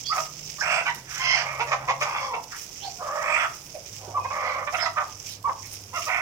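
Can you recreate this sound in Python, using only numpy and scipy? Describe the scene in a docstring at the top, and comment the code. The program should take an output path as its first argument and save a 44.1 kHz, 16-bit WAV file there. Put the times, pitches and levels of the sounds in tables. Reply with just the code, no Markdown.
"""A walled concrete yard: close to a stereo microphone, a hen is held and washed with a garden hose.
She protests in short clucks and long, rough, fluttering squawks: pulses and breath through moving resonances.
The jet hisses on her feathers and spatters on the ground: hails of tiny impacts over coloured noise.
A far small bird chirps in warbling sine sweeps, a far motor drones in wavering sines over low rumble."""
import sys
import numpy as np
from scipy import signal
from scipy.fft import rfft, irfft, next_fast_len
from scipy.io import wavfile
from scipy.ndimage import uniform_filter1d

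SR = 44100
rng = np.random.default_rng(int(sys.argv[2]) if len(sys.argv) > 2 else 0)


def wrap_up_sound(samples):
    """Save the sound to the file named by the first command line argument, as 16-bit audio."""
    columns = np.atleast_2d(samples).T
    # keep every value between -1 and 1, then stretch to whole-number steps
    tamed = np.clip(columns, -1, 1)
    steps = np.round(tamed * 32767).astype(np.int16)
    wavfile.write(sys.argv[1], SR, steps)


N = 273861
TIME = np.arange(N) / SR

# All levels in the tables are relative: the functions add their own trims.
# Long squawks; rows overlap where the voice splits or changes register. Pitch to chest are values at the climax:
# start_s, climax_s, end_s, level_db, pitch_hz, roughness (0-1), throat_hz, throat_width_hz,
# beak_opening_db, beak_speed_db_per_s, beak_hz, beak_width_hz, chest_db, chest_hz, rasp_db,
# overtone_db (8 kHz, against the rasp), edge_db (3 kHz), beats_per_s, throb_db, pitch_sag_hz_per_s
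SQUAWKS = [ (0.619, 0.745, 0.826, -27.5, 688, 0.81, 1490, 1060, -6, 56, 2620, 487, -8, 800, -16.5, -3.5, -23, 48, 5, 290),
           (1.193, 1.315, 1.368, -33.5, 1052, 0.3, 1210, 660, 2.5, 65, 2300, 1080, -12, 730, 0.5, -39, -4, 55, 2.5, 107),
           (1.212, 1.285, 1.35, -38, 703, 0.46, 1700, 900, -1.5, 60, 2630, 600, -10, 690, -2, -32, -11, 49, -1, 98),
           (1.335, 1.363, 1.43, -35, 699.5, 0.95, 1220, 1000, 0.5, 89, 2320, 1290, -2, 686, 2.5, -26, -16, 46, 0.5, 610),
           (1.424, 1.495, 1.605, -35.5, 590, 0.81, 1120, 560, -8, 62, 2335, 500, -8.5, 665, -34, -30, -36, 42.7, 4, 200),
           (2.047, 2.168, 2.203, -33.5, 580, 1.01, 1120, 800, -11, 63, 2570, 800, -9, 630, -17, -26, -15.5, 53.4, 11.5, 310),
           (2.194, 2.229, 2.395, -31.5, 558.8, 0.6, 1100, 497, -17, 90, 2370, 710, -10.5, 684, -15, -18, -19, 49, 7.5, 599.5),
           (3.004, 3.347, 3.385, -29.5, 612.7, .7, 1196, 720, -2.5, 94, 2330, 670, -6.5, 616, -20.5, -0.5, -22, 47.5, 5.5, 100),
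           (3.372, 3.409, 3.465, -27.5, 649.3, .85, 1250, 545, -8, 88, 2380, 950, -17, 635, -22.5, -2, -15, 49, 2.5, 306),
           (4.325, 4.479, 4.645, -29.5, 579, 0.7, 1240, 490, -12.5, 32, 2318, 410, -7, 710, -25, -59, -29, 44.8, 4.5, 57),
           (4.779, 4.811, 4.852, -30.5, 683, 0.9, 1290, 700, -8.5, 128, 2150, 750, -6.5, 760, -25, -3, -28, 66, 2, 295),
           (6.083, 6.146, 6.240, -31.5, 685.7, 0.79, 1210, 500, -4.5, 18, 2296, 710, -8, 735, -35, 3, -22, 48.6, 4, 0)]
# Clucks; the pitches are the ends of the straight glide under the arch:
# start_s, length_s, first_pitch_hz, last_pitch_hz, level_db, roughness (0-1), throat_hz,
# beak_opening_db, beak_hz, rasp_db
CLUCKS = [ (0.093, 0.059, 581, 680, -28, 0.07, 1240, -37, 1900, -40),
          (0.114, 0.031, 678, 610, -35, 0.45, 1040, -2, 1990, -30),
          (0.148, 0.022, 648, 470, -32.5, 0.36, 1070, -21, 1900, -30),
          (0.155, 0.026, 770, 720, -38.5, 0.7, 960, -2, 2040, -25),
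          (0.176, 0.02, 640, 576, -27.5, 0.41, 1200, -7.5, 2280, -23),
          (0.183, 0.039, 653, 582, -35.5, 0.64, 1070, -17, 1930, -31),
          (0.581, 0.022, 560, 635, -41, 0.45, 1150, -10, 1800, 0.5),
          (0.607, 0.018, 763, 750, -25.5, 0.42, 1620, -22, 2000, -13),
          (0.852, 0.036, 812, 706, -29, 0.49, 1180, -0.5, 2570, -14),
          (0.873, 0.039, 1011, 854, -40.5, 0.44, 950, 12, 1870, -33),
          (1.588, 0.05, 429.7, 482, -29.5, 0.66, 1050, -1, 2370, -11.5),
          (1.653, 0.068, 571, 585, -39, 0.7, 885, -2, 2120, -6),
          (1.705, 0.049, 563, 505.5, -26, 0.6, 1080, -3.5, 2190, -13.5),
          (1.767, 0.12, 601, 566, -44, 0.75, 1010, -7.5, 2190, -25),
          (1.871, 0.058, 494, 555, -24.5, 0.56, 900, -4.5, 2170, -15),
          (2.005, 0.036, 603, 568.4, -28, 0.56, 1130, 2.5, 2310, -6.5),
          (2.329, 0.029, 460.6, 432, -33, 0.48, 1030, -1, 2380, -25),
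          (2.815, 0.086, 786, 706, -42.5, 0.57, 680, -16, 1900, -39),
          (2.98, 0.06, 719, 613, -43.5, 0.47, 990, -33, 1900, -28),
          (3.438, 0.02, 675, 624, -28, 0.65, 1300, -24, 2260, -40),
          (3.739, 0.036, 662, 490, -41, 0.4, 586, -13, 2340, -16),
          (4.14, 0.049, 587, 533, -29, 0.19, 1136, -27, 2410, -47),
          (4.168, 0.026, 538, 433, -28, 0.31, 960, -22, 2320, -40),
          (4.242, 0.028, 472, 548, -30, 0.25, 960, -12.5, 1930, -23.5),
          (4.3, 0.028, 512, 543, -30.5, 0.58, 1010, -13, 2400, -25),
          (4.664, 0.035, 579, 555, -31.5, 0.48, 1180, -4, 2120, -37),
          (4.72, 0.031, 641, 765, -37, 0.54, 870, -6, 2100, -30),
          (4.735, 0.033, 690, 621, -30, 0.67, 1190, 0.5, 2350, -32),
          (4.853, 0.026, 673, 594, -26, 0.43, 1013, -4.5, 2050, -16),
          (4.956, 0.02, 550, 620, -35, 0.1, 1150, -22, 2170, -40),
          (4.965, 0.0377, 655.7, 598, -24.5, 0.68, 1160, -12, 2230, -35),
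          (4.995, 0.041, 636.4, 514, -30.5, 0.54, 1090, -12.5, 2150, -37),
          (5.033, 0.024, 610, 520, -51, 0.4, 1010, -17, 2100, -21),
          (5.439, 0.045, 542, 561, -26, 0.22, 1080, -29, 2300, -48),
          (5.47, 0.019, 495, 380, -30, .25, 947, -22, 1720, -40),
          (5.489, 0.019, 514, 542, -26.5, 0.47, 1017, -20, 2050, -45),
          (5.925, 0.035, 477, 587, -39.5, 0.37, 1060, -11, 2080, -35),
          (5.934, 0.061, 696, 650, -37, 0.18, 1150, -2, 2420, -31),
          (5.958, 0.039, 687, 498, -31.5, 0.25, 1140, -9.5, 2200, -30),
          (6.059, 0.036, 582, 662, -35, 0.2, 1230, -6, 2330, -25),
          (6.068, 0.027, 587, 406, -35, 0.5, 1000, -9, 2330, -28)]
# Upper resonances of a squawk, in order edge, rasp and overtone: centre_hz, width_hz
UPPER_RESONANCES = [(3300, 470), (5250, 1930), (8100, 1800)]
# Left-right balance of the close sounds, shifting over time: time_s, left_minus_right_db
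BALANCE = [(0, -5.5), (1.1, 0), (1.85, -1), (2.05, 5.5), (2.4, 5.5), (3.3, -3.5), (4.7, -4.5), (5.5, -7),
           (6.2, -2.5)]

# Strength of the jet, as the level of its fine spray: time_s, level_db
JET = [(0.0, -58), (0.25, -57), (0.64, -53), (1.42, -67), (1.55, -51), (1.68, -55), (1.97, -70),
       (2.13, -50), (2.39, -61), (3.41, -52.5), (3.56, -49), (3.87, -53), (4.12, -57), (4.62, -63.5),
       (5.21, -54.5), (5.34, -44), (5.38, -65), (5.58, -61), (5.66, -48), (5.88, -56), (6.21, -56)]
# How hard water spatters on the ground as the hen is moved through the jet: time_s, level_db
SPATTERING = [(0, -37.5), (0.25, -39), (0.31, -41), (0.55, -40.5), (1.03, -43.5), (1.5, -43.5),
              (1.83, -48.5), (2.15, -43.5), (2.4, -47.5), (2.47, -42.5), (2.95, -42.5), (3.6, -40.5),
              (3.85, -43.5), (3.98, -39), (4.15, -49), (4.32, -42.5), (4.65, -48), (4.95, -46.5),
              (5.2, -42), (5.34, -41), (5.4, -52.5), (5.66, -40.5), (5.85, -45), (6.21, -45.5)]
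# The jet slaps on feathers or concrete: start_s, length_s, spatter_db, fine_spray_db
SLAPS = [(0.126, 0.12, -33, -47), (0.415, 0.13, -36, -86), (1.063, 0.17, -35.5, -52.5),
         (1.984, 0.08, -35.5, -51), (2.424, 0.02, -36.5, -72), (2.516, 0.15, -37, -49),
         (2.714, 0.19, -41, -85), (4.698, 0.097, -41, -50), (5.239, 0.1, -37, -58),
         (5.696, 0.088, -40, -43.5), (5.917, 0.2, -33.5, -44.5)]
# Colour of the spatter on the ground: frequency_hz, gain_db
SPATTER_COLOUR = [(700, -55), (1300, -26), (2300, -4.5), (3000, -6), (4200, -11.5), (5300, 4.5), (6100, 4),
                  (7700, -7.5), (10500, -26), (14000, -15)]
# Colour of the fine spray: frequency_hz, gain_db
SPRAY_COLOUR = [(7000, -4), (9500, 8.5), (11000, 3), (12500, 6.5), (13800, -20), (15000, 13), (16000, -44)]
# Watery gushes, hoarse rasps of the hen, a low thud: start_s, length_s, centre_hz, width_hz, level_db
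NOISE_SWELLS = [(0.595, 0.031, 5370, 600, -36), (0.954, 0.041, 265, 200, -50.5),
                (1.016, 0.53, 1770, 1430, -39), (2.498, 0.087, 1520, 830, -43),
                (3.943, 0.36, 660, 440, -48.5), (4.073, 0.016, 472, 204, -40),
                (4.405, 0.18, 4250, 888, -54.5), (4.803, 0.078, 4500, 1510, -42.5),
                (5.289, 0.066, 3850, 2470, -48.5), (5.62, 0.058, 2140, 503, -52),
                (6.013, 0.027, 2520, 800, -40.5)]
# Sharp ticks, most like drops on concrete: start_s, peak_db
TICKS = [(0.1605, -36), (0.9475, -25.5), (2.4319, -36), (2.623, -33), (3.647, -38), (5.079, -42),
         (5.268, -34), (5.428, -38), (5.671, -34), (5.838, -42)]

# Chirps and thin whistles of a far small bird: start_s, length_s, first_hz, last_hz, level_db
CHIRPS = [(0.038, 0.036, 3220, 3440, -39.5), (0.047, 0.064, 4240, 5300, -35),
          (2.798, 0.05, 2770, 3680, -43), (2.817, 0.066, 4060, 4800, -44.5),
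          (4.18, 0.14, 2470, 2536, -48.5), (4.777, 0.025, 2940, 3840, -39.5),
          (4.785, 0.051, 5280, 5010, -35)]
# Far motor on its higher note: time_s, pitch_hz, level_db
HIGH_HUM = [(0.0, 131.2, -54), (0.29, 149.7, -51), (0.901, 153.6, -55.5), (1.01, 130, -51.5),
            (1.99, 134.8, -45), (2.3, 126.5, -61)]
# Far motor later, on its lower note: time_s, pitch_hz, level_db
LOW_HUM = [(3.7, 100, -75), (3.92, 103, -50), (4.278, 97.7, -43.5), (4.36, 100.3, -55), (5.9, 99.4, -50.5),
           (6.21, 103.5, -60)]
# Colour of the outdoor rumble: frequency_hz, gain_db
RUMBLE_COLOUR = [(20, -12), (45, -2), (90, -0.5), (155, 0), (220, -7.5), (400, -7), (700, -10),
                 (1500, -16.5), (3000, -25)]
# Left-right likeness of diffuse sound: frequency_hz, likeness (0-1)
LIKENESS = [(60, 1), (240, 0.99), (480, 0.81), (950, 0.42), (1900, 0.007), (15000, 0.017)]
# Balance of the two microphone ports: frequency_hz, left_minus_right_db
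PORTS = [(100, -2), (700, -2), (1300, 0), (2300, -8.5), (3300, -8), (4400, -4.5), (5600, -18.5), (7000, -8),
         (8500, 0), (10500, -3.5), (12500, -11.5), (15000, -16)]

# Squawks: change on either side of the climax
SWELL_DB_PER_S, EBB_DB_PER_S = 13.5, 23
RASP_RISE_DB_PER_S, RASP_FALL_DB_PER_S = 77, 124
RISE_HZ_PER_S = 120
ROUGH_LOSS_PER_S = 0.24   # the voice is clearer away from the climax
SQUAWK_ATTACK_S, SQUAWK_RELEASE_S = 0.0058, 0.0091
FLUTTER = .12   # share by which the pitch swings with each beat, at full roughness
AIRWAY_FLEX = .08   # share by which the resonances swing with each beat, at full roughness
# Clucks
CLUCK_BEATS_PER_S = 165   # a rattle
THROB_DB = 5.5   # swing of the level with each beat, at full roughness
VOICE_LOW_HZ = 400   # the hen's body radiates little below this
SLAP_PEAK_SHARE = 0.47   # a slap is loudest at this share of its length, then drains away
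RUMBLE_DB = -50.5
YARD_T60_S, RIGHT_LEAD_S = 0.35, 0.00015
CUTOFF_HZ = 15850


def hen():
    """Squawks and clucks, rolled off in the bass because a small body radiates little there."""
    high_pass = signal.butter(4, VOICE_LOW_HZ, "high", fs=SR, output="sos")
    return signal.sosfilt(high_pass, squawks() + clucks() + 1e-18)


def squawks(body_db=-3.04, throat_db=-5.5, beak_db=6, chest_width_hz=380, leak_db=-13, hoarse_db=-20,
            closed_ratio=0.85, half_open_db=-9):
    """Long rough cries; towards the climax the beak opens, so that its resonance grows and climbs."""
    out = np.zeros(N)
    for (start, climax, end, level_db, pitch_hz, rough, throat_hz, throat_width, open_db, beak_speed,
         beak_hz, beak_width, chest_db, chest_hz, rasp_db, overtone_db, edge_db, beats_per_s, throb_db,
         sag_hz_per_s) in SQUAWKS:
        t = np.arange(start, end, 1 / SR)
        before, after = np.maximum(climax - t, 0), np.maximum(t - climax, 0)
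        level = level_db - SWELL_DB_PER_S * before - EBB_DB_PER_S * after
        opening = open_db - beak_speed * (before + after)
        strain = -RASP_RISE_DB_PER_S * before - RASP_FALL_DB_PER_S * after
        pitch = pitch_hz - RISE_HZ_PER_S * before - sag_hz_per_s * after
        roughness = np.clip(rough - ROUGH_LOSS_PER_S * (before + after), 0, 1)

        swell, glide = flutter(t - climax, beats_per_s)
        breath = .45 - .25 * np.tanh(swell)   # clearest at the top of a beat
        source = syrinx(pitch, roughness, glide, air=breath)

        flex = 1 + AIRWAY_FLEX * roughness * glide   # the airway moves with every beat
        bend = flex * pitch / pitch_hz
        # the chest carries the fundamental
        chest = resonance(source, chest_hz * bend, chest_width_hz, 1.35 * roughness)
        throat = resonance(source, throat_hz * bend, throat_width, roughness / 2)
        edge, rasp, overtone = [resonance(source, hz, width, roughness) for hz, width in UPPER_RESONANCES]
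        wide = 1 / (1 + from_db(2 * (half_open_db - opening)))   # 0 closed, 1 wide open
        beak_centre = beak_hz * flex * (closed_ratio + (1 - closed_ratio) * wide)
        beak = resonance(source, beak_centre, beak_width, roughness / 2)
        # turbulence between the resonances
        turbulence = roughness * resonance(rng.standard_normal(len(t)), 1930, 2270, roughness)

        cry = from_db(throat_db) * throat + from_db(opening + beak_db) * beak
        raspy = from_db(rasp_db) * (rasp + from_db(overtone_db) * overtone)
        cry += from_db(strain) * (from_db(edge_db) * edge + raspy)
        cry = cry * from_db(throb_db * np.tanh(swell))
        cry += from_db(chest_db + body_db) * chest
        cry += (from_db(hoarse_db) + from_db(opening + beak_db + leak_db)) * turbulence
        envelope = gate(t, start, end, SQUAWK_ATTACK_S, SQUAWK_RELEASE_S)
        add(out, start, cry * from_db(level) * envelope)
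    return out


def clucks(throat_width_hz=560, beak_width_hz=850, gain_db=0.22, leak_db=-13, chest_db=-7,
           airway_follows=0.24):
    """Short arched notes that swell and fade smoothly; throat and beak resonances bend with the pitch."""
    out = np.zeros(N)
    for (start, length, first_hz, last_hz, level_db, rough, throat_hz,
         opening_db, beak_hz, rasp_db) in CLUCKS:
        size, rough = int(length * SR), np.clip(rough, 0, 1)
        # air pressure lifts loudness and pitch together
        swell = np.sin(np.pi * np.linspace(0, 1, size) ** .9)
        pitch = np.linspace(first_hz, last_hz, size) * (1 + .11 * (swell - swell.mean()))
        bend = (pitch / pitch.mean()) ** airway_follows
        beat = beats(CLUCK_BEATS_PER_S, size)
        source = syrinx(pitch, rough * (1 + swell) / 2, beat, air=.4)

        # a clean note has a narrow throat
        note = resonance(source, throat_hz * bend, throat_width_hz * (0.28 + 2 * rough))
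        note += from_db(chest_db + 0.77 * opening_db) * resonance(source, pitch, 290)
        beak = resonance(source, beak_hz * bend, beak_width_hz)
        leak = from_db(leak_db) * resonance(source, 3010, 1810)
        note += swell * from_db(opening_db + 1.5) * (beak + leak)
        note += swell * from_db(rasp_db - 2.5) * resonance(source, 5700 * bend, 2700)
        throb = THROB_DB * rough * np.tanh(beat)
        add(out, start, from_db(level_db + gain_db + throb) * note * swell ** 1.4)
    return out


def syrinx(pitch, rough, beat, air=1.0):
    """Membrane pulses swing in pitch with the beat; roughness adds wander, period doubling and air puffs."""
    size = len(pitch)
    unsteady = FLUTTER * beat + .04 * drift(30, size) + .045 * drift(244, size)
    phase = 2 * np.pi * np.cumsum(pitch * (1 + rough * unsteady)) / SR
    # the k * k term smears each pulse over its cycle
    pulses = sum(np.cos(k * phase + k * k / 5) for k in range(1, 14))
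    doubling = 1 + .6 * rough * drift(25, size) * np.cos(phase / 2)
    pulses = pulses * doubling * from_db(3 * rough * drift(200, size))
    puffs = rough * (1 + np.cos(phase) / 2) * rng.standard_normal(size)
    return rms_one(pulses) + air * puffs


def flutter(since_climax, per_s, uneven_rad=.35, uneven=.3):
    """Slow flapping of the syrinx: uneven swells, the pitch falling through each; the climax is one of them."""
    size = len(since_climax)
    phase = 2 * np.pi * per_s * since_climax + uneven_rad * drift(per_s / 4, size)
    swell = np.cos(phase) * (1 + uneven * drift(per_s / 2, size))
    glide = -np.sin(phase) + .3 * np.sin(2 * phase)
    return swell, glide * (1 + uneven * drift(per_s / 2, size))


def beats(per_s, size, unevenness=.26):
    """Fast uneven flapping of the syrinx, about -1 to 1, its strength and rate drifting."""
    phase = 2 * np.pi * np.cumsum(per_s * (1 + unevenness * drift(per_s / 2, size))) / SR
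    return np.sin(phase) * (1 + .25 * drift(per_s / 2, size)) + .25 * np.sin(phase / 2)


def resonance(source, hz, width, rough=0):
    """One steep airway resonance, whose centre may move; even in level unless roughness makes it flicker."""
    # shift the centre down to zero, low-pass twice, shift back up
    turn = np.exp(2j * np.pi * np.cumsum(hz * np.ones(len(source))) / SR)
    low = signal.butter(2, width / 2, fs=SR, output="sos")
    x = np.real(signal.sosfilt(low, signal.sosfilt(low, source / turn)) * turn)
    x = x / np.sqrt(np.abs(uniform_filter1d(x ** 2, size=600)) + 1e-12)
    return x * from_db(4.5 * rough * np.tanh(drift(45, len(x))) - rough)


def hose(spray_gain_db=-3.5):
    """The jet spatters on the ground and breaks into fine spray; both flare when it slaps on something."""
    spatter_gain = from_db(along(SPATTERING, TIME)[0])
    spray_gain = from_db(along(JET, TIME)[0] + spray_gain_db)
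    for start, length, spatter_db, spray_db in SLAPS:
        age = np.maximum(TIME - start, 0) / (SLAP_PEAK_SHARE * length)
        flare = (age * np.exp(1 - age)) ** 2
        spatter_gain = np.hypot(spatter_gain, from_db(spatter_db) * flare)
        spray_gain = np.hypot(spray_gain, from_db(spray_db) * flare)
    spatter = droplets(SPATTER_COLOUR, per_s=3000, spread_db=4.0, hiss=.7,
                       flicker_db=.8, patchy_db=1.8, lone_db=13.5)
    spray = droplets(SPRAY_COLOUR, per_s=3000, spread_db=3.3, hiss=.6,
                     flicker_db=.9, patchy_db=1.0, lone_db=12)
    return spatter_gain * spatter + spray_gain * spray


def droplets(spectrum, per_s, spread_db, hiss, flicker_db, patchy_db, lone_db, lone_per_s=35):
    """Clumped tiny impacts and a few lone bigger ones on smooth hiss; each frequency range flickers alone."""
    born = rng.random(N) < per_s / SR * from_db(5 * drift(60, N))
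    sizes = from_db(spread_db * np.minimum(rng.exponential(1, N), 3.5))
    lone = from_db(lone_db) * sizes * (rng.random(N) < lone_per_s / SR)
    hail = rms_one(sizes * born * rng.uniform(-0.59, 1, (2, N)))
    impacts = hail + lone + hiss * rng.standard_normal((2, N))
    ranges_hz = [2300, 4200, 5600, 9000]
    patchy = np.zeros((2, N))
    for share in np.eye(len(ranges_hz)):
        part = filtered(impacts, lambda hz: np.interp(hz, ranges_hz, share))
        patchy += part * from_db(patchy_db * drift(35, N))
    return rms_one(diffuse(patchy, spectrum)) * from_db(flicker_db * drift(14.0, N))


def swells_and_ticks(tick_decay_s=0.0017):
    """Short swells of band noise (watery gushes, hoarse rasps, a low thud) and fast-decaying noise ticks."""
    out = np.zeros(N)
    for start, length, hz, width, level_db in NOISE_SWELLS:
        size = int(length * SR)
        noise = rms_one(band(rng.standard_normal(size), hz, width))
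        add(out, start, from_db(level_db) * noise * signal.windows.tukey(size, .7))
    for start, peak_db in TICKS:
        burst = rng.standard_normal(1000) * np.exp(-TIME[:1000] / tick_decay_s)
        tick = band(burst, 7600, 11800)
        add(out, start, from_db(peak_db) * tick / np.abs(tick).max())
    return out


def yard_echoes(x, early_db=-6, late_db=-11, early_t60_s=0.14):
    """Sparse reflections from ground and near walls, then a denser tail."""
    t = TIME[:SR]
    sparse = rng.standard_normal((2, SR)) * (rng.random(SR) < 900 / SR)
    early = sparse * from_db(-60 * t / early_t60_s) * (t > .005)
    late = rng.standard_normal((2, SR)) * from_db(-60 * t / YARD_T60_S) * (t > .02)
    response = (from_db(early_db) * rms_one(early) + from_db(late_db) * rms_one(late)) / np.sqrt(2 * SR)
    echoes = signal.fftconvolve(x[None], response, axes=1)[:, :N]
    # colour of the echoes: frequency_hz, gain_db
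    return diffuse(echoes, [(400, 3.6), (700, 12.8), (1100, 5.1), (2400, 3.5), (5500, 8.1), (12000, 5.1)])


def chirps(warble=0.045):
    """Sine sweeps with a quick warble, coarser the wider they sweep; a held whistle is nearly pure."""
    out = np.zeros(N)
    for start, length, first_hz, last_hz, level_db in CHIRPS:
        size = int(length * SR)
        depth = warble * np.sqrt(abs(last_hz / first_hz - 1) / .2)
        hz = np.linspace(first_hz, last_hz, size) * (1 + depth * drift(310, size))
        tone = np.sin(2 * np.pi * np.cumsum(hz) / SR)
        add(out, start, from_db(level_db) * tone * signal.windows.tukey(size, .6))
    return out


def background(waver=0.018, motor_db=-0.7, fade_s=0.025):
    """Outdoor rumble as coloured noise, and a far motor as sines that waver in pitch and level."""
    out = from_db(RUMBLE_DB) * rms_one(diffuse(rng.standard_normal((2, N)), RUMBLE_COLOUR))
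    for hum in HIGH_HUM, LOW_HUM:
        hz, level_db = along(hum, TIME)
        phase = 2 * np.pi * np.cumsum(hz * (1 + waver * drift(24.0, N))) / SR
        drone = rms_one(np.sin(phase)) * gate(TIME, hum[0][0], hum[-1][0], fade_s, fade_s)
        out = out + from_db(level_db + motor_db + 2 * drift(36.0, N)) * drone
    return out


def diffuse(pair, spectrum):
    """Two unrelated signals become a coloured stereo field, alike in the bass."""
    def alike(hz):
        return np.clip(at_hz(LIKENESS, hz), -1, 1)
    mid = filtered(pair[0], lambda hz: from_db(at_hz(spectrum, hz)) * np.sqrt(1 + alike(hz)))
    side = filtered(pair[1], lambda hz: from_db(at_hz(spectrum, hz)) * np.sqrt(1 - alike(hz)))
    return np.array([mid + side, mid - side])


def filtered(x, gain_at):
    """Apply a smooth gain, given as a function of frequency."""
    size = next_fast_len(N + 4096)
    hz = np.arange(size // 2 + 1) * SR / size
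    return irfft(rfft(x, size) * gain_at(hz), size)[..., :N]


def band(x, hz, width):
    """A band-pass with steep skirts, centred on hz."""
    low = np.hypot(hz, width / 2) - width / 2
    high = min(low + width, SR / 2.1)
    return signal.sosfilt(signal.butter(2, [low, high], "band", fs=SR, output="sos"), x + 1e-18)


def drift(rate, size):
    """Slow random wander of about unit spread, faster for a higher rate."""
    r = np.exp(-16 * np.pi * rate / SR)
    # made at an eighth of the sample rate; the first 4000 values let the filter settle
    slow = signal.lfilter([1], [1, -2 * r, r * r], rng.standard_normal(size // 8 + 4002))[4000:]
    return np.interp(np.arange(size) / 8, np.arange(len(slow)), rms_one(slow))


def gate(t, start, end, attack_s, release_s):
    """Attack, hold and release between two times."""
    return np.clip((t - start) / attack_s, 0, 1) * np.clip((end - t) / release_s, 0, 1)


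def from_db(db):
    """Decibels to an amplitude factor."""
    return 10 ** (np.asarray(db) / 20)


def rms_one(x):
    """Scale to an rms of 1."""
    return x / np.sqrt(np.mean(x ** 2) + 1e-20)


def along(rows, t):
    """Columns of a curve at the times t."""
    s, *columns = np.transpose(rows)
    return [np.interp(t, s, c) for c in columns]


def at_hz(points, hz):
    """A curve read on a logarithmic frequency axis."""
    point_hz, value = np.transpose(points)
    return np.interp(np.log(hz + 1), np.log(point_hz), value)


def add(out, s, x):
    """Mix x into out from time s on."""
    i = max(int(s * SR), 0)
    out[i:i + len(x)] += x[:max(N - i, 0)]


def scene(direct_db=2.5, bird_echo_db=5):
    """The hen is close and mostly a little to the right; the bird is far off and mostly echo."""
    near, bird = hen() + swells_and_ticks(), chirps()
    balance_db, = along(BALANCE, TIME)
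    left = np.interp(TIME - RIGHT_LEAD_S, TIME, near)
    direct = np.array([left, near]) * from_db([balance_db / 2, -balance_db / 2])
    echoes = yard_echoes(near + from_db(bird_echo_db) * bird)
    return from_db(direct_db) * direct + bird + echoes + hose() + background()


def record(dry):
    """The right microphone port resonates in the treble, the left is duller; the top is cut."""
    def port_gains(hz):
        ratio = from_db(at_hz(PORTS, hz))
        return np.array([ratio, np.ones_like(ratio)]) * np.sqrt(2 / (1 + ratio ** 2))
    top_cut = signal.ellip(10, .2, 80, CUTOFF_HZ, fs=SR, output="sos")
    return signal.sosfilt(top_cut, filtered(dry, port_gains))


dry = scene()
out = record(dry)
wrap_up_sound(out)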